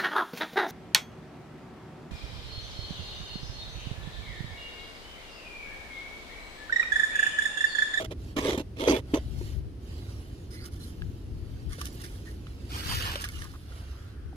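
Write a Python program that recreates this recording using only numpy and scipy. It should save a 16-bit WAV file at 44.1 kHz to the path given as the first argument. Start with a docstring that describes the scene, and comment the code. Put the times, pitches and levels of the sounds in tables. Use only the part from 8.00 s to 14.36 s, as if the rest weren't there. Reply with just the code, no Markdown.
"""A wooden bowl stand is dragged in jerks over concrete, outdoors at night, close to a two-port microphone.
Light plastic bowls are then scuffed, stacked and tapped, and a nylon sleeve swishes as the arm reaches.
Far rumble and light wind lie underneath. Rubbing is made of random clicks sent through filters, knocks of
short decaying bursts, singing parts of narrow noise bands, and the night and wind of filtered noise."""
import sys
import numpy as np
from scipy import signal
from scipy.fft import rfft, irfft, next_fast_len
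from scipy.io import wavfile
from scipy.ndimage import uniform_filter1d

SR = 44100
rng = np.random.default_rng(int(sys.argv[2]) if len(sys.argv) > 2 else 0)


def generate_wav(sig):
    """Save sig (samples, or channels by samples) to the path in sys.argv[1] as 16-bit PCM at SR."""
    pcm = np.round(np.clip(np.atleast_2d(sig).T, -1, 1) * 32767).astype(np.int16)
    wavfile.write(sys.argv[1], SR, pcm)


N = 280463  # length in samples
T = np.arange(N) / SR  # time in seconds
SIZE = next_fast_len(N + 4096, True)  # padded length for filtering
HZ = np.fft.rfftfreq(SIZE, 1 / SR)  # frequencies of the filters


def amp(db):
    """Turns decibels into a plain multiplier."""
    return 10 ** (np.asarray(db) / 20)


def evened(x):
    """Scales a signal to an average (RMS) strength of 1."""
    return x / np.sqrt(np.mean(x ** 2) + 1e-20)


def read(points, hz):
    """Reads a curve between its points, with pitch on a log scale."""
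    point_hz, value = np.transpose(points)
    return np.interp(np.log(hz + 1), np.log(point_hz + 1), value)


def colour(x, gain):
    """Filters a signal by a gain given for each frequency in HZ."""
    return irfft(rfft(x, SIZE) * gain, SIZE)[..., :N]


def ring(modes):
    """Adds up the responses of damped modes, each row pitch in Hz, width in Hz, level in dB."""
    total = 0
    for k, (hz, width, db) in enumerate(modes):
        mode = width * HZ / (width * HZ + 1j * (HZ ** 2 - hz ** 2))
        total = total + amp(db) * mode * (-1) ** k  # neighbours have opposite signs
    return total


def strokes(rows, rise, fall):
    """Swells and fades each row by power laws; also follows the rows' last column, weighted by their power."""
    start, top, end, db = np.transpose(rows)[:4, :, None]
    t = T[::32]
    swell = np.clip((t - start) / np.maximum(top - start, 1e-3), 0, 1) ** rise
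    fade = np.clip((end - t) / np.maximum(end - top, 1e-3), 0, 1) ** fall
    each = (amp(db) * swell * fade) ** 2
    power = each.sum(0)
    last_column = np.array(rows)[:, -1] @ each / (power + 1e-20)
    return np.interp(T, t, np.sqrt(power)), np.interp(T, t, last_column)


def slips(per_s, spread_db, flicker_db, flicker_s):
    """Stick-slip: random clicks of uneven size that come in clumps."""
    size = rng.standard_normal(N) * amp(spread_db * np.minimum(rng.exponential(1, N), 4))
    smooth = max(int(flicker_s * SR), 2)
    clump = uniform_filter1d(rng.standard_normal(N), smooth)
    clump = evened(uniform_filter1d(clump, smooth))
    clicks = rng.random(N) < per_s / SR
    return size * clicks * amp(flicker_db * clump)


def blows(rows, rise_s):
    """Short decaying bursts, cut after 4000 samples; rows (start s, dB, Hz, time to fall 60 dB s, noisy share)."""
    out, t = np.zeros(N + 4000), np.arange(4000) / SR
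    for start, db, hz, t60, noisy in rows:
        wave = (1 - noisy) * np.sin(2 * np.pi * hz * t) + noisy * rng.standard_normal(len(t))
        at = round(start * SR)
        out[at:at + len(t)] += amp(db - 60 * t / t60) * (1 - np.exp(-t / rise_s)) * wave
    return out[:N]


def sings(rows, width_hz):
    """Each row is a narrow band of noise that swells and fades in one arch."""
    out = np.zeros(N)
    for start, end, db, hz in rows:
        at, t = round(start * SR), np.arange(0, end - start, 1 / SR)
        # two slow random signals make the tone waver in strength and phase
        pole = np.exp(-np.pi * width_hz / SR)
        a, b = signal.lfilter([1], [1, -pole], rng.standard_normal((8000, 2)).T)[:, -len(t):]
        tone = a * np.cos(2 * np.pi * hz * t) + b * np.sin(2 * np.pi * hz * t)
        arch = np.sqrt(abs(np.sin(np.pi * t / (end - start))))
        out[at:at + len(t)] += amp(db) * arch * evened(tone)
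    return out


def pair(gain, same):
    """Two noises of one colour, alike by the share same."""
    a, b = rng.standard_normal((2, N))
    same = np.clip(same, -1, 1)
    return np.array([colour(a, gain), colour(a, gain * same) + colour(b, gain * np.sqrt(1 - same ** 2))])


def ports(hz, lead_ms, left_db):
    """Direct path: the left port hears the treble first, while the bass reaches both together."""
    # How the ports differ. Each row: pitch in Hz, left minus right in dB before left_db is added.
    balance = [(60, 5), (180, 0), (550, 1), (1650, -2), (4970, -10), (15000, 3)]
    lean = amp((read(balance, hz) + left_db) / 2)
    lag = 2 * np.pi * hz * lead_ms / 1000
    return np.array([lean, np.exp(-1j * lag * hz ** 2 / (hz ** 2 + 550 ** 2)) / lean])


def heard(x, lead_ms, left_db, scatter_rad, patchy_db, tilt_db):
    """Tilts a rubbing sound around 3.5 kHz, streaks its treble and scatters the treble's phase at each port."""
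    hz, t, z = signal.stft(x.astype(np.float32), SR, nperseg=512, noverlap=342)
    left, right, streaks = rng.standard_normal((len(t), len(hz), 3), dtype=np.float32).T
    # smooth the random maps over pitch, then over time
    streaks = uniform_filter1d(streaks, size=2, axis=0)
    streaks = evened(uniform_filter1d(streaks, size=23, axis=1))
    scatter = uniform_filter1d(np.array([left, right]), size=4, axis=1)
    scatter = evened(uniform_filter1d(scatter, size=11, axis=2))
    treble = (hz ** 2 / (hz ** 2 + 600 ** 2))[:, None]
    scatter = scatter * scatter_rad * treble
    octaves = np.clip(np.log2((hz + 1) / 3500), -2, 2)[:, None]
    patches_db = patchy_db * treble * (streaks + 0.15 * np.maximum(streaks, 0) ** 2)
    z = z * amp(patches_db + octaves * np.interp(t, T, tilt_db)) * np.exp(1j * scatter)
    z = z * ports(hz, lead_ms, left_db)[:, :, None]
    return signal.istft(z, SR, nperseg=512, noverlap=342)[1][:, :N]


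def stand():
    """Slipping feet shake the plank (low) and crush grit that rings the legs (high); jolts crush more grit."""
    # Jerks of the stand. Each row: start, hardest and end in seconds, push in dB, grit in dB beside the push.
    drags = [(-0.02, 0.0, 0.05, -34, -5), (0.043, 0.05, 0.068, -41, 2), (0.107, 0.116, 0.14, -39, -2),
             (0.362, 0.385, 0.43, -29, -2), (0.41, 0.49, 0.585, -28.5, -4.5), (0.574, 0.58, 0.63, -32, -7),
             (0.762, 0.795, 0.81, -44, -4), (0.787, 0.81, 0.91, -27, -9), (0.865, 0.895, 1.012, -23.5, -7),
             (1.134, 1.146, 1.2, -27, -12)]
    # The feet catch and jump. Each row: time in seconds, strength in dB before the short rise, pitch in Hz.
    jolt_rows = [(0.366, -17.5, 273), (0.39, -16.5, 278), (0.491, -16, 306), (0.523, -21, 325),
                 (0.544, -18.5, 370), (0.576, -20, 260), (0.602, -22, 288), (0.875, -9.5, 470),
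                 (0.896, -6.5, 358), (0.908, -12, 274), (1.1366, -10, 302), (1.144, -13, 319),
                 (1.412, -26, 358)]
    # The plank's ring at the opening. Columns: start in seconds, strength in dB before the short rise,
    # pitch in Hz, time to fall 60 dB in seconds, noisy share.
    open_ring = (0, -27.5, 639, 0.14, 0)
    # Modes of the plank. Each row: pitch in Hz, width in Hz, relative level in dB.
    plank_modes = [(258.5, 35, 2), (382, 120, -1.5), (457, 59, 0), (519, 47, -2), (636, 26.6, -3),
                   (880, 60, -17), (1040, 150, -20)]
    # Colour of the crushed grit. Each row: pitch in Hz, relative level in dB per Hz.
    grit_colour = [(760, -0.5), (1300, 0.5), (1570, -5), (2240, -3), (2800, -6.5), (3280, 0), (3790, -7.5),
                   (4580, -13.5), (4990, -11), (6220, -12.5), (7050, -17), (12200, -16.5), (14300, -31),
                   (16000, -44)]
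    # Modes of the legs. Each row: pitch in Hz, width in Hz, relative level in dB.
    leg_modes = [(2200, 600, 0.5), (3240, 210, 13.5), (4200, 120, -1.5), (6070, 38, 8)]
    # Narrow bands sing out of the drag. Each row: start and end in seconds, level in dB before the ports,
    # pitch in Hz.
    leg_sings = [(0.42, 0.57, -44.5, 3310), (0.79, 0.885, -42.5, 3330), (0.87, 0.925, -36.5, 6140),
                 (0.88, 0.92, -38, 4550), (0.905, 0.96, -37.5, 2304), (0.925, 0.98, -40.5, 3430),
                 (1.138, 1.18, -47, 6200), (1.17, 1.215, -58, 3050)]

    push, grit_db = strokes(drags, rise=0.6, fall=0.91)
    low_cut = HZ ** 4 / (HZ ** 4 + 230 ** 4)
    foot_slips = slips(per_s=900, spread_db=0.92, flicker_db=0.29, flicker_s=0.0071)
    plank = evened(colour(foot_slips, ring(plank_modes) * low_cut))

    crush = slips(per_s=4500, spread_db=3.2, flicker_db=1.34, flicker_s=0.0019)
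    dry_grit = evened(colour(crush, amp(read(grit_colour, HZ))))
    leg_ring = evened(colour(crush, ring(leg_modes)))
    grit = evened(dry_grit + 0.61 * leg_ring)

    jolt_blows = [(s, db, hz, 0.045, 0) for s, db, hz in jolt_rows]
    jolts = blows(jolt_blows + [open_ring], rise_s=0.00077)
    press = amp(grit_db) * push + amp(-19.5) * uniform_filter1d(abs(jolts), size=130)
    scrape = heard(push * plank + press * grit, lead_ms=0.27, left_db=-2.1,
                   scatter_rad=0.97, patchy_db=2.36, tilt_db=0 * T)
    return scrape + colour(jolts + sings(leg_sings, width_hz=134), ports(HZ, lead_ms=0.376, left_db=-1.3))


def night():
    """Far traffic rumbles mostly in the bass and sinks late on; the air above stays steady; a hiss comes up."""
    # Colour of the night. Each row: pitch in Hz, relative level in dB per Hz.
    night_colour = [(59, -49), (100, 3.5), (174, -11), (343, -12), (570, -28), (991, -38), (2320, -44.5),
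                    (2930, -42.5), (3470, -45.5), (5190, -47), (7610, -57.5), (9610, -51.5), (16000, -65)]
    # How alike the ports are. Each row: pitch in Hz, left-right likeness from 0 to 1.
    likeness = [(60, 0.9), (240, 0.97), (950, 0.024), (3770, 0.0081), (15000, 0.014)]
    # Strength of the rumble. Each row: time in seconds, left level in dB, taken from 150 to 500 Hz.
    rumble_level = [(0.0, -48.5), (1.7, -48.5), (5.05, -48.5), (5.35, -53), (5.9, -55.5), (6.36, -51)]
    # Hiss near 1.4 kHz towards the end. Columns: start, loudest and end in seconds, level in dB.
    late_hiss = (5.55, 5.97, 6.45, -60.5)

    low_cut = HZ ** 2 / (HZ ** 2 + 90 ** 2)
    wash = pair(amp(read(night_colour, HZ)) * low_cut, read(likeness, HZ))
    wash = wash / colour(wash[0], (HZ > 150) & (HZ < 500)).std()
    air = colour(wash, HZ ** 4 / (HZ ** 4 + 1100 ** 4))
    rumble = (wash - air) * amp(np.interp(T, *np.transpose(rumble_level)))
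    hiss = evened(pair(ring([(1390, 620, 0)]) ** 2, same=0.35))
    late = hiss * strokes([late_hiss], rise=0.63, fall=0.37)[0]
    return rumble + amp(-46.0) * air + late


def wind():
    """Low lumpy pressure on both ports, strongest near 60-80 Hz; gusts buffet mostly the left port."""
    # Strength of the steady wind. Each row: time in seconds, level in dB before the small port difference.
    wind_level = [(0.0, -42.5), (1.2, -40.5), (2.5, -41.5), (4.0, -40.5), (5.1, -38.5), (5.6, -42.5),
                  (6.36, -42.5)]
    # Puffs of air. Each row: start, strongest and end in seconds, level in dB before the port gains.
    gusts = [(1.2, 1.4, 1.55, -32), (1.5, 1.58, 1.75, -33), (2.96, 3.05, 3.19, -35),
             (3.22, 3.32, 3.74, -37.5), (3.62, 3.67, 3.76, -34), (4.8, 4.92, 5.17, -34.5),
             (5.31, 5.39, 5.57, -39), (6.22, 6.29, 6.3, -37.5)]
    # Colour of a gust as modes. 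Each row: pitch in Hz, width in Hz, relative level in dB.
    gust_body = [(46, 36.8, -3), (77.5, 45.5, 0), (148, 85, -12.5)]

    # broad low humps: pitch in Hz, width in Hz, relative level in dB
    humps = [(40.8, 15.9, -7), (61.5, 13.36, 0.5), (74.8, 15.7, 0), (94.1, 25.2, -7)]
    lumps = evened(pair(ring(humps), same=0.98))
    steady = lumps * amp(np.interp(T, *np.transpose(wind_level)))
    buffet = evened(colour(rng.standard_normal(N), ring(gust_body)))
    buffet = buffet * strokes(gusts, rise=0.75, fall=1.0)[0]
    # port gains in dB: left, then right
    return steady * amp([[-0.6], [0.6]]) + buffet * amp([[4.5], [-14.0]])


def rubs_and_knocks():
    """Rubs hiss and ring thin walls; taps are a dent tone and dull puff, ticks treble, snaps broad cracks."""
    # Fingers and rims rub on the bowls. Each row: start, loudest and end in seconds,
    # level in dB before the final mix, tilt in dB per octave.
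    rubs = [(2.503, 2.52, 2.74, -55, -0.5), (2.638, 2.658, 2.69, -47, 0.5), (2.712, 2.745, 2.8, -56, -0.5),
            (2.79, 2.83, 2.94, -53, 1), (3.69, 3.735, 3.78, -49, -1.5), (3.778, 3.81, 3.855, -43, -2.5),
            (3.84, 3.87, 3.9, -46, 0), (3.92, 3.945, 3.97, -61, 5.5), (3.995, 4.018, 4.14, -51.5, -0.5),
            (4.034, 4.048, 4.07, -44.5, -1), (4.085, 4.15, 4.2, -58, -1), (4.25, 4.282, 4.4, -57.5, -1.5),
            (5.155, 5.158, 5.172, -40, -5), (5.2, 5.22, 5.25, -42, 0), (5.236, 5.244, 5.28, -40.5, -4),
            (5.26, 5.285, 5.47, -52, -2), (5.325, 5.372, 5.57, -51.5, -3), (5.405, 5.422, 5.46, -48, -2)]
    # Colour of rubbed plastic. Each row: pitch in Hz, relative level in dB per Hz.
    plastic = [(470, -38), (800, -22), (930, -24), (1170, 3.5), (1800, 9), (2340, -6), (3140, 2),
               (4800, 10), (6300, 9), (7800, -2.5), (8770, 13), (14800, 1.5), (16000, -85)]
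    # Modes of the thin walls. Each row: pitch in Hz, width in Hz, relative level in dB.
    wall_modes = [(1147, 97, 16), (1437, 81, 26.5), (1720, 88, 22), (2130, 170, 20.5), (3000, 106, 19.5),
                  (3515, 160, 22), (4110, 52, 15.5), (4960, 100, 22.5)]
    # Dull taps on bowls and stand. Each row: time in seconds, strength in dB before rise and mix,
    # dent pitch in Hz, puff strength from 0 to 1, time for the dent to fall 60 dB in seconds.
    taps = [(0.1126, -30, 545, 0.4, 0.042), (1.4125, -40.5, 954, 0, .035),
            (3.0203, -24.5, 1660, 0.14, 0.014), (3.7838, -30.5, 500, 0.4, 0.029),
            (3.8139, -27.5, 1180, 0.94, 0.043), (4.0412, -40, 1460, 1, .035),
            (4.4685, -32, 1286, 0.41, 0.013), (5.1568, -25.5, 574, 0.7, 0.053),
            (5.2405, -23.5, 1680, 0.6, 0.03), (5.2879, -29, 2201, 0.5, 0.044),
            (5.4191, -31, 1780, 0.8, 0.053), (5.72, -37.5, 1419, 0.6, .035), (6.3285, -37.5, 762, 0, 0.033)]
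    # Sharp treble ticks, first from the dragged stand, later from the bowls.
    # Each row: time in seconds, strength in dB before rise and filter.
    tick_rows = [(0.0468, -28.5), (0.577, -27), (3.8132, -24), (3.855, -22.5), (3.9482, -42),
                 (4.0372, -35.5), (5.242, -25.5), (5.245, -27), (5.288, -27), (5.4426, -30), (5.516, -40)]
    # Dry snaps where an edge lands. Each row: time in seconds, strength in dB before rise and filter.
    snap_rows = [(3.0204, -33), (3.814, -29.5), (3.8688, -34), (4.0478, -38), (4.4686, -39), (5.1571, -19),
                 (5.2196, -29), (5.2408, -20.5), (5.248, -29), (5.2646, -35), (5.2766, -35), (5.42, -35)]
    # Narrow bands of noise sing out, in the bowl rubs and within the sleeve's swish.
    # Each row: start and end in seconds, level in dB before the ports, pitch in Hz.
    narrow_sings = [(2.505, 2.565, -56.5, 5030), (2.52, 2.645, -56, 2060), (2.53, 2.645, -60, 4230),
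                    (2.6, 2.67, -55.5, 4750), (2.6, 2.7, -59.5, 1420), (2.8, 2.86, -55, 4100),
                    (3.7, 3.77, -59, 1781), (4.255, 4.307, -52, 1847), (4.86, 4.97, -43, 4630),
                    (5.0, 5.13, -41, 2960), (5.04, 5.11, -42, 1760), (5.335, 5.4, -49, 2850),
                    (5.435, 5.468, -49.5, 1186), (5.532, 5.566, -51, 1220)]

    gain, tilt_db = strokes(rubs, rise=0.56, fall=0.99)
    scuff = slips(per_s=9000, spread_db=2.6, flicker_db=1.7, flicker_s=0.0049)
    wall_ring = ring(wall_modes)
    hiss = evened(colour(scuff, amp(read(plastic, HZ))))
    rub = hiss + 0.81 * evened(colour(scuff, wall_ring))
    rubbing = heard(amp(1.0) * gain * rub, lead_ms=0.281, left_db=0.2,
                    scatter_rad=1.0, patchy_db=1.6, tilt_db=tilt_db)

    dents = blows([(s, db, hz, t60, 0) for s, db, hz, puff, t60 in taps], rise_s=0.00041)
    # even a tap with no puff strength gets a faint one, 0.05
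    puff_rows = [(s, db + 20 * np.log10(max(puff, 0.05)), hz, 0.03, 1) for s, db, hz, puff, t60 in taps]
    puffs = blows(puff_rows, rise_s=0.0011)
    dull = ring([(1840, 2800, 0)]) ** 2
    walls = amp(3.5) * colour(puffs, dull + 0.32 * wall_ring / abs(wall_ring).max())

    ticks = blows([(s, db, 0, 0.014, 1) for s, db in tick_rows], rise_s=0.00026)
    tick_filter = HZ ** 2 / (HZ ** 2 + 2800 ** 2) / (1 + (HZ / 11000) ** 2)
    ticks = amp(0.5) * colour(ticks, tick_filter)

    snap_low_hz, snap_high_hz, snap_t60_s = 1000, 6200, 0.004
    snaps = blows([(s, db, 3000, snap_t60_s, 0.3) for s, db in snap_rows], rise_s=0.00006)
    snap_filter = HZ ** 2 / (HZ ** 2 + snap_low_hz ** 2) / (1 + (HZ / snap_high_hz) ** 6)
    snaps = amp(6.0) * colour(snaps, snap_filter)

    knocks = colour(amp(-5.0) * dents + walls + ticks, ports(HZ, lead_ms=0.214, left_db=0.15))
    knocks = knocks + colour(snaps, ports(HZ, lead_ms=0.12, left_db=3))
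    singing = colour(sings(narrow_sings, width_hz=100), ports(HZ, lead_ms=0.15, left_db=0.21))
    return rubbing + knocks + singing


def sleeve():
    """Dense fine slips of the weave make a swish, loud as the sleeve drags and faint as the jacket stirs."""
    # The sleeve drags as the arm reaches out. Each row: start, loudest and end in seconds,
    # level in dB before the final 5 dB lift, tilt in dB per octave.
    reaches = [(4.685, 4.76, 4.97, -42.5, -1), (4.82, 4.93, 5.09, -36.5, -0.5), (4.97, 5.06, 5.26, -40, -2)]
    # Colour of the dragged nylon. Each row: pitch in Hz, relative level in dB per Hz.
    nylon = [(290, -11), (500, -9), (678, -12), (807, -7), (933, -6), (1460, 0), (2160, -6), (2890, 0.5),
             (3750, -5), (4730, -3.5), (7000, -11.5), (13100, -11.5), (15100, -19), (16000, -14.5)]
    # The jacket stirs faintly with each move. Each row: start, loudest and end in seconds,
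    # level in dB before the final 5 dB lift, tilt in dB per octave.
    jacket = [(0.17, 0.29, 0.35, -61, -1), (1.03, 1.13, 1.32, -60, -2.5), (1.19, 1.47, 1.62, -57, -0.5),
              (1.8, 1.95, 2.6, -60, -1), (2.71, 2.9, 3.42, -65.5, -0.5), (3.28, 3.6, 3.8, -65, -1.5),
              (3.67, 3.9, 4.46, -58.5, 0), (4.3, 4.68, 4.74, -62, -1.5), (5.2, 5.35, 5.72, -59.5, 0.5),
              (5.64, 5.76, 6.18, -59.5, -2)]
    # Colour of the stirring jacket. Each row: pitch in Hz, relative level in dB per Hz.
    lining = [(590, -1), (1000, -6.5), (1730, -3), (2440, -6.5), (3010, -1.5), (3460, -5.5), (4520, -4.5),
              (7980, -12.5), (11000, -9), (14900, -16), (16000, -40)]

    gain, tilt_db = strokes(reaches, rise=0.82, fall=0.73)
    weave = slips(per_s=14000, spread_db=1.7, flicker_db=0.35, flicker_s=0.014)
    swish = evened(colour(weave, amp(read(nylon, HZ))))
    reach = heard(amp(5.0) * gain * swish, lead_ms=0.465, left_db=2.2,
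                  scatter_rad=1.0, patchy_db=0.55, tilt_db=tilt_db)

    faint, faint_tilt_db = strokes(jacket, rise=0.65, fall=0.65)
    fine_weave = slips(per_s=25000, spread_db=0.88, flicker_db=0.82, flicker_s=0.037)
    stir = evened(colour(fine_weave, amp(read(lining, HZ))))
    return reach + heard(amp(5.0) * faint * stir, lead_ms=0.291, left_db=0.33,
                         scatter_rad=1.0, patchy_db=2.63, tilt_db=faint_tilt_db)


def scene():
    """Adds all the sources together, left and right."""
    return stand() + night() + wind() + rubs_and_knocks() + sleeve()


def record(dry):
    """Cuts away everything above the band limit."""
    edge_hz = 15550
    low_pass = signal.firwin(511, edge_hz, window=("kaiser", 9), fs=SR)
    return signal.oaconvolve(dry, low_pass[None], "same", axes=1)


dry = scene()
out = record(dry)
generate_wav(out)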